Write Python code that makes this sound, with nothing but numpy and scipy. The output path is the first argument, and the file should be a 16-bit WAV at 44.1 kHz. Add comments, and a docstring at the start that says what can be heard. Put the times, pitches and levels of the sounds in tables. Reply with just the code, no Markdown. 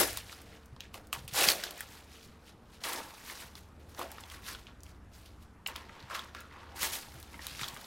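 """A wide crunch dies away, then footsteps go on in the middle, over rubble, twigs and dry leaves at night.
Each step crushes many small grains and rings the gap under the sole; some heels thump softly.
Twigs and chips snap singly, and bare walls answer with a short tail.
Under the quiet air a low hum wavers, with a few faint, thin tones."""
import sys
import numpy as np
from scipy import signal
from scipy.io import wavfile
from scipy.ndimage import uniform_filter1d

SR = 44100
rng = np.random.default_rng(int(sys.argv[2]) if len(sys.argv) > 2 else 0)


def wav_record(signal):
    """Record a signal, one row per channel, as 16-bit PCM in the file named by sys.argv[1]."""
    frames = np.transpose(np.atleast_2d(signal))
    bounded = np.clip(frames, -1, 1)
    # unit amplitude maps onto the largest positive 16-bit level
    quanta = np.round(bounded * 32767).astype(np.int16)
    wavfile.write(sys.argv[1], SR, quanta)


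N = 346626
TIME_S = np.arange(N) / SR
EVENT_SAMPLES = 4000


def gain_of(db):
    """Decibels to gain."""
    return 10 ** (np.asarray(db) / 20)


def unit_rms(x):
    """Scales to rms 1."""
    return x / np.sqrt(np.mean(x ** 2) + 1e-20)


def at_pitch(points, hz):
    """Interpolates (hz, value) points on a log-frequency axis."""
    known_hz, values = np.transpose(points)
    return np.interp(np.log(hz + 1), np.log(known_hz + 1), values)


def follow(points):
    """Interpolates (time_s, value) points at each sample."""
    return np.interp(TIME_S, *np.transpose(points))


def drift(rate_hz):
    """Low-passed noise of rms 1."""
    lowpass = signal.butter(2, rate_hz, fs=SR, output="sos")
    return unit_rms(signal.sosfilt(lowpass, rng.standard_normal(N)))


def resonate(x, hz, width_hz):
    """Two-pole resonance."""
    r = np.exp(-np.pi * width_hz / SR)
    return signal.lfilter([1 - r, 0, r - 1], [1, -2 * r * np.cos(2 * np.pi * hz / SR), r * r], x)


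# Ground giving way: full_load_s, rise_s, hold_s, leaves_db, fall_db_per_s,
# grit_re_leaves_db, fizz_re_leaves_db, hollow_hz
CRUSHES = [(0, 0.001, 0.015, -30.5, 287, -0.5, 3, 726), (0.177, 0.068, 0.0, -42.5, 386, -25, -8, 920.0),
           (0.31, 0.13, 0.016, -51.5, 97, -5, -8, 870), (0.46, 0.018, 0.11, -59.5, 440.0, -2.5, -15.5, 700),
           (0.801, 0.004, 0.039, -52.5, 317, -8, -23, 745), (0.945, 0.011, 0, -52, 310, 5, -3.5, 785),
           (1.13, 0.0059, 0.014, -45, 290, 0, -4.5, 1000),
           (1.282, 0.0022, 0.00028, -46, 508.5, -20, -7, 860.0),
           (1.337, 0.0037, 0.094, -39.5, 128, 1, 0, 920), (1.387, 0.045, 0.054, -29.5, 206, -5, -4, 695),
           (1.493, 0.022, 0.0093, -31, 379, -6.5, 1.5, 583),
           (1.63, 0.028, 0.026, -45.5, 145, -2.5, -11.5, 780),
           (1.79, 0.055, 0.036, -50, 286, -8.5, -8.5, 930), (1.956, 0.21, 0.0081, -55, 174, -2, -5, 940),
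           (2.13, 0.11, 0.027, -54.5, 98, -24, -9.5, 740), (2.23, 0.033, 0.011, -60.5, 193, -12, -4, 800),
           (2.48, 0.05, 0.014, -54.5, 533, -18, -10, 785), (2.747, 0.096, 0.008, -57.5, 287, -21, -10, 864),
           (2.807, 0.008, 0.09, -56.5, 100.5, 3, -9, 900), (2.839, 0.0065, 0.019, -40, 103, 1, -4, 1110),
           (2.897, 0.046, 0.089, -49, 214, 6, -2.5, 880), (3.306, 0.14, 0.0085, -48.5, 159, -3, -3, 960),
           (3.402, 0.095, 0.013, -51, 228, -2.5, -2.5, 1020),
           (3.554, 0.004, 0.028, -56.5, 268, -9, -5, 910.0), (3.796, 0.005, 0, -63, 139, -7, -9.5, 850),
           (3.89, 0.033, 0.16, -64.5, 52, -2, -5, 875), (3.984, 0.024, 0.04, -49, 298, 8, -8, 760),
           (4.088, 0.034, 0.15, -57.5, 150.5, 1, -9.5, 990),
           (4.316, 0.06, 0.036, -54, 209, 1.5, -6.5, 1140), (4.472, 0.05, 0.04, -44, 265, -4.5, -6.5, 1080),
           (4.671, 0.0049, 0.012, -54, 506, -0.5, -26, 990),
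           (4.852, 0.043, 0.052, -63, 240, -15, -7.5, 880),
           (5.137, 0.023, 0.048, -60.5, 133, -10, -5.5, 870.0), (5.26, 0.016, 0, -55.5, 249, -24, -10, 900),
           (5.425, 0.03, 0, -60, 594, -18, -4, 806), (5.675, 0.0018, 0.02, -47, 364, 2.5, -13.5, 1010),
           (5.755, 0.019, 0.0, -51, 101.5, 3.5, -15, 1000), (5.942, 0.064, 0.17, -58, 110, 3.5, -22, 1020),
           (6.099, 0.004, 0.057, -49.5, 169, 8, -13.5, 1130),
           (6.148, 0.0075, 0.008, -43, 267, -5, -10, 1350), (6.348, 0.0055, 0, -51, 133, 5, -14.5, 1480),
           (6.538, 0.064, 0.19, -59, 46, 9.5, -22, 1060), (6.761, 0.0065, 0.05, -50, 102, -10, -3.5, 1010),
           (6.826, 0.036, 0.02, -35, 225, -4.5, -1, 950), (6.939, 0.033, 0.014, -41.5, 282, -10, 2, 875),
           (7.14, 0.063, 0, -58, 59, -1, -4.5, 800), (7.331, 0.083, 0, -57.5, 43, 0.5, -8, 1000),
           (7.423, 0.035, 0.13, -49, 104, -8, -9.5, 860), (7.602, 0.043, 0.044, -43.5, 292, -3, -6.5, 1010),
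           (7.68, 0.0099, 0.0013, -52, 107.5, 2, -4, 970), (7.726, 0.015, 0.22, -58.5, 95, 0.5, -3, 984)]


def foot_load():
    """Each crush rises, holds, falls and settles; returns the three debris levels and the hollow pitch."""
    rise_db, settle_speed = 17, 0.35
    sink_share, sink_s = 0.2, 0.18
    t = np.arange(0, N + 32, 32) / SR
    full_s, rise_s, hold_s, level_db, fall_db_per_s, grit, fizz, hz = np.transpose(CRUSHES)[:, :, None]

    def power(offset_db, fall_speed, lag_s=0, settle_db=-7):
        """Power per crush: the collapse plus the heap's fainter, slower settling."""
        since_s = t - full_s - lag_s * (full_s > 0)
        top_db = level_db + offset_db + rise_db * np.minimum(since_s, 0) / np.maximum(rise_s, 0.001)
        lost_db = fall_speed * fall_db_per_s * np.maximum(since_s - hold_s, 0)
        return gain_of(top_db - lost_db) ** 2 + gain_of(top_db + settle_db - settle_speed * lost_db) ** 2

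    # Coarse grit gives way late and keeps rolling; fine fizz stops sooner.
    powers = power(0, 1), power(grit, 0.97, lag_s=0.009, settle_db=-8.5), power(fizz, 1.39)
    rests = gain_of([-79.5, -90.5, -91]) ** 2  # between steps
    leaves_db, grit_db, fizz_db = (10 * np.log10(p.sum(0) + rest) for p, rest in zip(powers, rests))
    # The hollow pitch drops as the foot presses the heap shut; crushes count by their grit power.
    sunk_hz = hz * (1 - sink_share * (1 - np.exp(-np.maximum(t - full_s, 0) / sink_s)))
    hollow_hz = ((powers[1] * sunk_hz).sum(0) + 700 * rests[1]) / gain_of(grit_db) ** 2
    curves = leaves_db, grit_db - leaves_db, fizz_db - leaves_db, hollow_hz
    return [np.interp(TIME_S, t, curve) for curve in curves]


# Grain spectrum: pitch_hz, level_db
GRAIN_SPECTRUM = [(300, -2.5), (550, -4.5), (900, -10), (1600, -0.5), (3000, -1.5), (5000, 1.5), (8000, 0),
                  (12000, 5), (15500, -2)]


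def crunch(leaves_db, grit_db, fizz_db, hollow_hz):
    """Grains of many pitches break in clumps; grit sets the low end, fizz the top, relative to leaves."""
    grain_cycles, spread_db = 3.94, 0.94
    anchors_hz = 750, 3300, 11000  # grit, leaves, fizz
    clumps_db = 1.5 * drift(61)
    crowd = np.clip(gain_of(0.6 * (leaves_db + 54.5)), 1.1, 4)  # more load breaks more grains at once
    out = np.zeros(N)
    for hz in np.geomspace(310, 15500, 26):
        sizes = gain_of(spread_db * np.minimum(rng.exponential(1, N), 3)) * rng.standard_normal(N)
        t = np.arange(round(grain_cycles * SR / hz) + 4) / SR
        grain = np.sin(2 * np.pi * hz * t) * np.sin(np.pi * np.sqrt(t / t[-1])) ** 2
        breaks_per_s = 900 * crowd * (hz / 3000) ** 0.7
        breaks = rng.random(N) < breaks_per_s / SR
        train = signal.oaconvolve(sizes * breaks / np.sqrt(crowd), grain)[:N]
        grit_share = at_pitch(list(zip(anchors_hz, (0.99, 0.026, 0.085))), hz)
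        fizz_share = at_pitch(list(zip(anchors_hz, (0.2, 0.033, 0.96))), hz)
        band_db = at_pitch(GRAIN_SPECTRUM, hz) + grit_share * grit_db + fizz_share * fizz_db
        # Grains near the hollow pitch sound louder; those below it radiate poorly.
        below = np.log(hollow_hz / hz)
        hollow_db = 2.94 * np.exp(-(below / 0.45) ** 2) - 7 * np.maximum(below, 0)
        patch_db = min(hz / 2500, 1) * clumps_db + 2 * drift(40.5)  # fine grains clump together
        out += unit_rms(train * gain_of(patch_db)) * gain_of(band_db + hollow_db)
    return gain_of(leaves_db - 9.5) * (out + hollow_ring(out, grit_db, hollow_hz))


def hollow_ring(grains, grit_db, hollow_hz, width_hz=200):
    """The gap under the sole rings at a moving pitch; coarser grit excites it more."""
    carrier = np.exp(2j * np.pi * np.cumsum(hollow_hz) / SR)
    r = np.exp(-np.pi * width_hz / SR)
    ring = 2 * (carrier * signal.lfilter([1 - r], [1, -r], grains / carrier)).real
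    return gain_of(3 + 0.6 * np.minimum(grit_db, 6)) * ring


# Heel strikes: start_s, level_db, pitch_hz
HEELS = [(0.0, -32.5, 199), (0.012, -24, 600), (0.017, -30.5, 337), (0.726, -40, 120),
         (1.175, -40.5, 137.5), (1.244, -37, 102), (1.326, -38.5, 139), (1.473, -34, 182),
         (3.991, -37, 340), (6.037, -41.5, 116), (6.826, -41.5, 189), (7.15, -40.5, 115), (7.519, -43, 152),
         (7.617, -36.5, 145), (7.734, -40.5, 164)]


def heel_thumps():
    """A heel lands softly: one quickly damped low tone."""
    out = np.zeros(N + EVENT_SAMPLES)
    t = np.arange(EVENT_SAMPLES) / SR
    envelope = t / 0.0049 * np.exp(1 - t / 0.0034)
    for start_s, level_db, pitch_hz in HEELS:
        thump = gain_of(level_db) * envelope * np.sin(2 * np.pi * pitch_hz * t)
        out[round(start_s * SR):][:EVENT_SAMPLES] += thump
    return out[:N]


# Air spectrum: frequency_hz, relative_density_db
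AIR_SPECTRUM = [(15, -42.5), (25, 4), (72, 8.5), (134, -7), (206, -5), (405, -12), (451, -13.5),
                (1290, -16.5), (2280, -26.5), (3160, -34), (10700, -40), (14800, -47), (16000, -67.5)]


def night_air(rms_db=-58.5, patch_db=1.6):
    """Quiet, dark noise with patches drifting in level, thinned below 110 Hz."""
    hz = np.fft.rfftfreq(1024, 1 / SR)
    real, imag, patches = rng.standard_normal((N // 256 + 5, len(hz), 3)).T
    patches = unit_rms(uniform_filter1d(uniform_filter1d(patches, 12, axis=0), 14, axis=1))
    shape = gain_of(at_pitch(AIR_SPECTRUM, hz)) * np.where(hz > 110, 1, 0.3)
    spectrum = (real + 1j * imag) * shape[:, None] * gain_of(patch_db * patches)
    air = signal.istft(spectrum, nperseg=1024, noverlap=768)[1][:N]
    return gain_of(rms_db) * unit_rms(air)


def wavering_tone(pitch_hz, waver_hz, rate_hz):
    """A sine of rms 1 whose pitch wanders."""
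    return np.sqrt(2) * np.sin(2 * np.pi * np.cumsum(pitch_hz + waver_hz * drift(rate_hz)) / SR)


# Hum tones, the two main ones first: pitch_hz, waver_hz, offset_db
HUM_TONES = [(57.2, .5, -3), (73.8, 1.2, 0), (101.7, 2.96, -7), (37.8, 4.8, -12.5), (96.3, 2, -10)]
# Swell of the lower main tone: time_s, level_db
LOWER_SWELL = [(0.0, -49), (0.22, -52), (0.35, -63), (1.2, -58.5), (1.71, -64), (2.41, -72), (3.74, -64.5),
               (4.29, -60.5), (5.12, -53.5), (6.11, -68.5), (7.66, -55), (7.86, -66)]
# Swell of the upper main tone: time_s, level_db
UPPER_SWELL = [(0.0, -56), (0.22, -58.5), (1.05, -64), (1.12, -61), (1.42, -58), (1.49, -57), (1.62, -74),
               (1.86, -60.5), (3.39, -70), (3.48, -56.5), (4.49, -59.5), (4.6, -66), (4.88, -53.5),
               (4.92, -60), (5.58, -61.5), (5.65, -71), (5.82, -56), (6.04, -73), (6.11, -58.5),
               (6.44, -57), (6.61, -60), (6.89, -56), (7.05, -82), (7.11, -57), (7.66, -65), (7.86, -74)]


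def low_hum():
    """Two low tones come and go; three fainter ones swell with them."""
    lower_db, upper_db = follow(LOWER_SWELL), follow(UPPER_SWELL)
    swells_db = [lower_db, upper_db] + 3 * [(lower_db + upper_db) / 2]
    out = np.zeros(N)
    for (pitch_hz, waver_hz, offset_db), swell_db in zip(HUM_TONES, swells_db):
        gain = gain_of(swell_db + offset_db + 2.2 * drift(6))
        out += gain * wavering_tone(pitch_hz, waver_hz, rate_hz=2.3)
    return out


# Faint tones above the hum: pitch_hz, level_db, fade_db_per_s
FAINT_TONES = [(181, -74, 1), (227.4, -73, 0), (302, -77.5, 0), (450, -68.5, 1.7)]


def thin_tones():
    """Faint tones waver in pitch and level; two slowly fade."""
    out = np.zeros(N)
    for pitch_hz, level_db, fade_db_per_s in FAINT_TONES:
        gain = gain_of(level_db - fade_db_per_s * TIME_S + 3 * drift(3))
        out += gain * wavering_tone(pitch_hz, waver_hz=1.5, rate_hz=3.01)
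    return out


# Wall reverberation: frequency_hz, t60_s
WALL_DECAY = [(300, 0.3), (1000, 0.12), (4000, 0.11), (12000, 0.1)]


def walls(x):
    """Bare walls return a dense tail, each band dying at its own speed."""
    hz, t, spectrum = signal.stft(rng.standard_normal(SR // 2), SR, nperseg=256)
    decay = gain_of(-60 * t / at_pitch(WALL_DECAY, hz)[:, None])
    tail = signal.istft(spectrum * decay, SR, nperseg=256)[1]
    tail[:130] = 0  # the nearest wall answers after 3 ms
    return signal.fftconvolve(x, tail / np.linalg.norm(tail))[:N]


LEAD_IN_S = 200 / SR


def fracture(noise, t60_s):
    """A short swelling crackle, a sharp break, then smaller ones dying fast over a slower crumble."""
    t = np.arange(len(noise)) / SR - LEAD_IN_S
    swell = gain_of(-8.5 + 20 * t / 0.0017)
    fall_db = -60 * np.maximum(t, 0) / t60_s
    decay = gain_of(fall_db) + 0.037 * gain_of(0.68 * fall_db)
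    burst = noise * np.where(t < 0, swell, decay)
    return np.where(abs(t) < 0.5 / SR, 5.0, burst)  # the break is one sample


# Twigs and chips breaking: break_s, ring_peak_db, ring_hz, width_ratio, knock_re_ring_db, tick_re_ring_db
TWIG_SNAPS = [(0.1305, -36, 1600, .49, -16, 9), (0.173, -26, 3470, 0.3, -12, 10),
              (0.296, -36, 2030, 0.4, -31, -22), (0.327, -37, 3680, 0.41, -2, -30),
              (0.417, -41.5, 9000, 0.68, -43, 4), (0.6589, -49.5, 4900, .6, -25, 6.5),
              (0.764, -43, 3480, 0.56, -1.5, -23), (0.8059, -29.5, 2820, 0.77, -22, -4.5),
              (0.9428, -31.5, 2140, 0.9, -3.5, 2), (1.071, -50, 4500, 0.8, -18, 8),
              (1.1289, -20, 2360, 0.33, -4.5, 2.5), (1.135, -24, 7600, 0.33, -30, 1),
              (1.191, -39.5, 3670, 0.35, -17, -30), (1.279, -34, 2980, 0.41, -18, 9),
              (1.337, -31, 5760, 0.35, -16, -5), (1.424, -25, 2700, 0.3, -14, -17),
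              (1.487, -7, 4130, 0.5, -20, -3.5), (1.4881, -11.5, 2320, 1.7, -31, -3),
              (1.501, -17, 4270, .15, -28, -30), (1.518, -19, 4300, 0.2, -27, -30),
              (1.618, -44, 1680, 0.25, -23, -14), (1.6379, -20.5, 4070, 0.16, -45.5, -2.5),
              (1.6374, -29, 1550, 0.28, -28, -22), (1.7087, -34, 3700, 0.36, -16, 10.5),
              (1.7784, -47, 1980, 0.42, -21, 17), (1.807, -26.5, 1850, 0.38, -17, 6.5),
              (2.838, -26, 4250, 0.61, -14, -19), (2.8416, -26, 2260, 0.44, -15, -12),
              (2.8854, -35, 8000, .6, -35, -2), (2.933, -26, 12000, 0.72, -36, 5),
              (3.2988, -30, 1980, 0.71, -30, -30), (3.554, -34, 3570, 0.3, -9.5, -6),
              (3.9478, -39.5, 4500, 0.59, -9, -33), (3.993, -36, 2500, 1.2, 7, 8),
              (4.014, -42, 1100, 0.43, 13, -30), (4.117, -42.5, 2600, 0.7, -7, 15.5),
              (4.183, -41.5, 1760, 0.22, 5, -30), (4.207, -35.5, 8900, .6, -32, -11.5),
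              (4.237, -38, 3130, 0.2, -8, -30), (4.3, -37.5, 3000, 0.47, -10, 0),
              (4.549, -35, 2900, 0.36, -3.5, -26), (4.669, -38.5, 2850, 0.4, -16, -33),
              (4.8055, -47, 5500, .8, -36, -6), (4.834, -38, 5300, 0.59, -31, 4),
              (4.8654, -42.5, 2360, 1.05, -11.5, -27), (5.6623, -24.5, 2700, 0.36, -11, -32),
              (5.6647, -23, 2580, 0.4, -29, -25), (5.6738, -28, 8800, 0.83, -35, 9),
              (5.7572, -37, 1690, 0.26, 2.5, -33), (5.761, -26, 3500, 0.25, -30, -4),
              (5.83, -47, 1670, .45, -13, -27), (5.894, -45, 1800, 0.17, 1, -30),
              (6.003, -43, 4000, 0.23, -30, -20), (6.026, -46, 4000, 0.38, -20, -10),
              (6.101, -44, 1600, .5, 9, -13), (6.1094, -32, 1230, 0.13, -14, -20),
              (6.1488, -27, 2120, 1.1, -8, -30), (6.193, -29, 3350, 0.12, -5.5, -6),
              (6.246, -49, 9000, .6, -28, 4), (6.349, -33, 2200, 0.7, 2, -7),
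              (6.4055, -41, 7000, 0.66, -23, 9), (6.512, -46, 1800, 0.31, -12, -27),
              (6.819, -26.5, 5900, 0.31, -26, -11), (6.8305, -24.5, 1750, 0.35, -25, 11.5),
              (6.854, -29, 6790, 0.49, -26, -45.5), (6.9343, -30, 3300, 0.18, -16, -2),
              (6.954, -28, 3680, 0.16, -20.5, 3), (7.0479, -56, 8600, .6, -37, 3),
              (7.2007, -42.5, 7000, 0.55, -39, 8), (7.228, -38.5, 3900, 0.18, -13, 5),
              (7.3428, -40, 2040, 0.11, -2, -27), (7.3928, -37, 1800, 0.18, -3.5, -16),
              (7.468, -27, 3420, 0.38, -12, 6), (7.497, -39.5, 3400, .52, -22, -36),
              (7.5503, -36, 2380, 0.6, -27, -26), (7.5938, -33.5, 3280, 0.092, -3, -32),
              (7.613, -28, 1920, 1, -26, -30), (7.6328, -25.5, 3470, 0.25, -5.5, -30),
              (7.6427, -27.5, 3460, 0.13, -32, -30), (7.681, -29.5, 3260, 0.43, -26, 1),
              (7.685, -29, 3980, 0.24, -17, 2), (7.744, -37, 9000, .6, -35, 0),
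              (7.7649, -37, 1860, 0.42, 1, -39), (7.7723, -38, 3200, 0.47, -15, -2),
              (7.8435, -37.5, 3800, 0.14, -10, -32)]


def twig_snaps(hollow_hz):
    """Each snap rings the piece briefly, over a dry tick and a knock from the rubble underneath."""
    out = np.zeros(N + EVENT_SAMPLES)
    treble = signal.butter(4, 7000, "high", fs=SR, output="sos")
    for break_s, peak_db, ring_hz, width_ratio, knock_db, tick_db in TWIG_SNAPS:
        noise, dust = rng.standard_normal((2, EVENT_SAMPLES))
        ring = resonate(fracture(noise, t60_s=0.012), ring_hz, width_ratio * ring_hz)
        ring = resonate(ring, ring_hz, 1.1 * ring_hz)
        knock_hz = 1.27 * hollow_hz[round(break_s * SR)]
        knock = resonate(fracture(noise, t60_s=0.025), knock_hz, width_hz=600)
        knock = resonate(knock, knock_hz, width_hz=1000)
        tick = signal.sosfilt(treble, fracture(dust, t60_s=0.015))
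        start = round((break_s - LEAD_IN_S) * SR)
        for part, offset_db in (ring, 0), (knock, knock_db), (tick, tick_db):
            out[start:][:EVENT_SAMPLES] += gain_of(peak_db + offset_db) * part / abs(part).max()
    return out[:N]


# Left-right difference of the first crunch: time_s, gain_db
SIDE_FADE = [(0.0, -10), (0.13, -15.5)]


def scene():
    """Everything sits in the middle; only the first crunch differs between left and right."""
    leaves_db, grit_db, fizz_db, hollow_hz = foot_load()
    grains = crunch(leaves_db, grit_db, fizz_db, hollow_hz)
    impacts = heel_thumps() + twig_snaps(hollow_hz)
    reverb = gain_of(-11) * walls(grains) + gain_of(-10) * walls(impacts)
    middle = grains + impacts + reverb + night_air() + low_hum() + thin_tones()
    spread = 0.6 * grains + 2 * np.roll(grains, -211)  # leftward lean plus a decorrelating shifted copy
    side = spread * gain_of(follow(SIDE_FADE)) * (TIME_S < SIDE_FADE[-1][0])
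    return np.array([middle + side, middle - side])


def record(dry):
    """A steep low-pass at 15.9 kHz."""
    lowpass = signal.firwin(511, 15900, window=("kaiser", 9), fs=SR)
    return signal.oaconvolve(dry, lowpass[None], "same")


dry = scene()
out = record(dry)
wav_record(out)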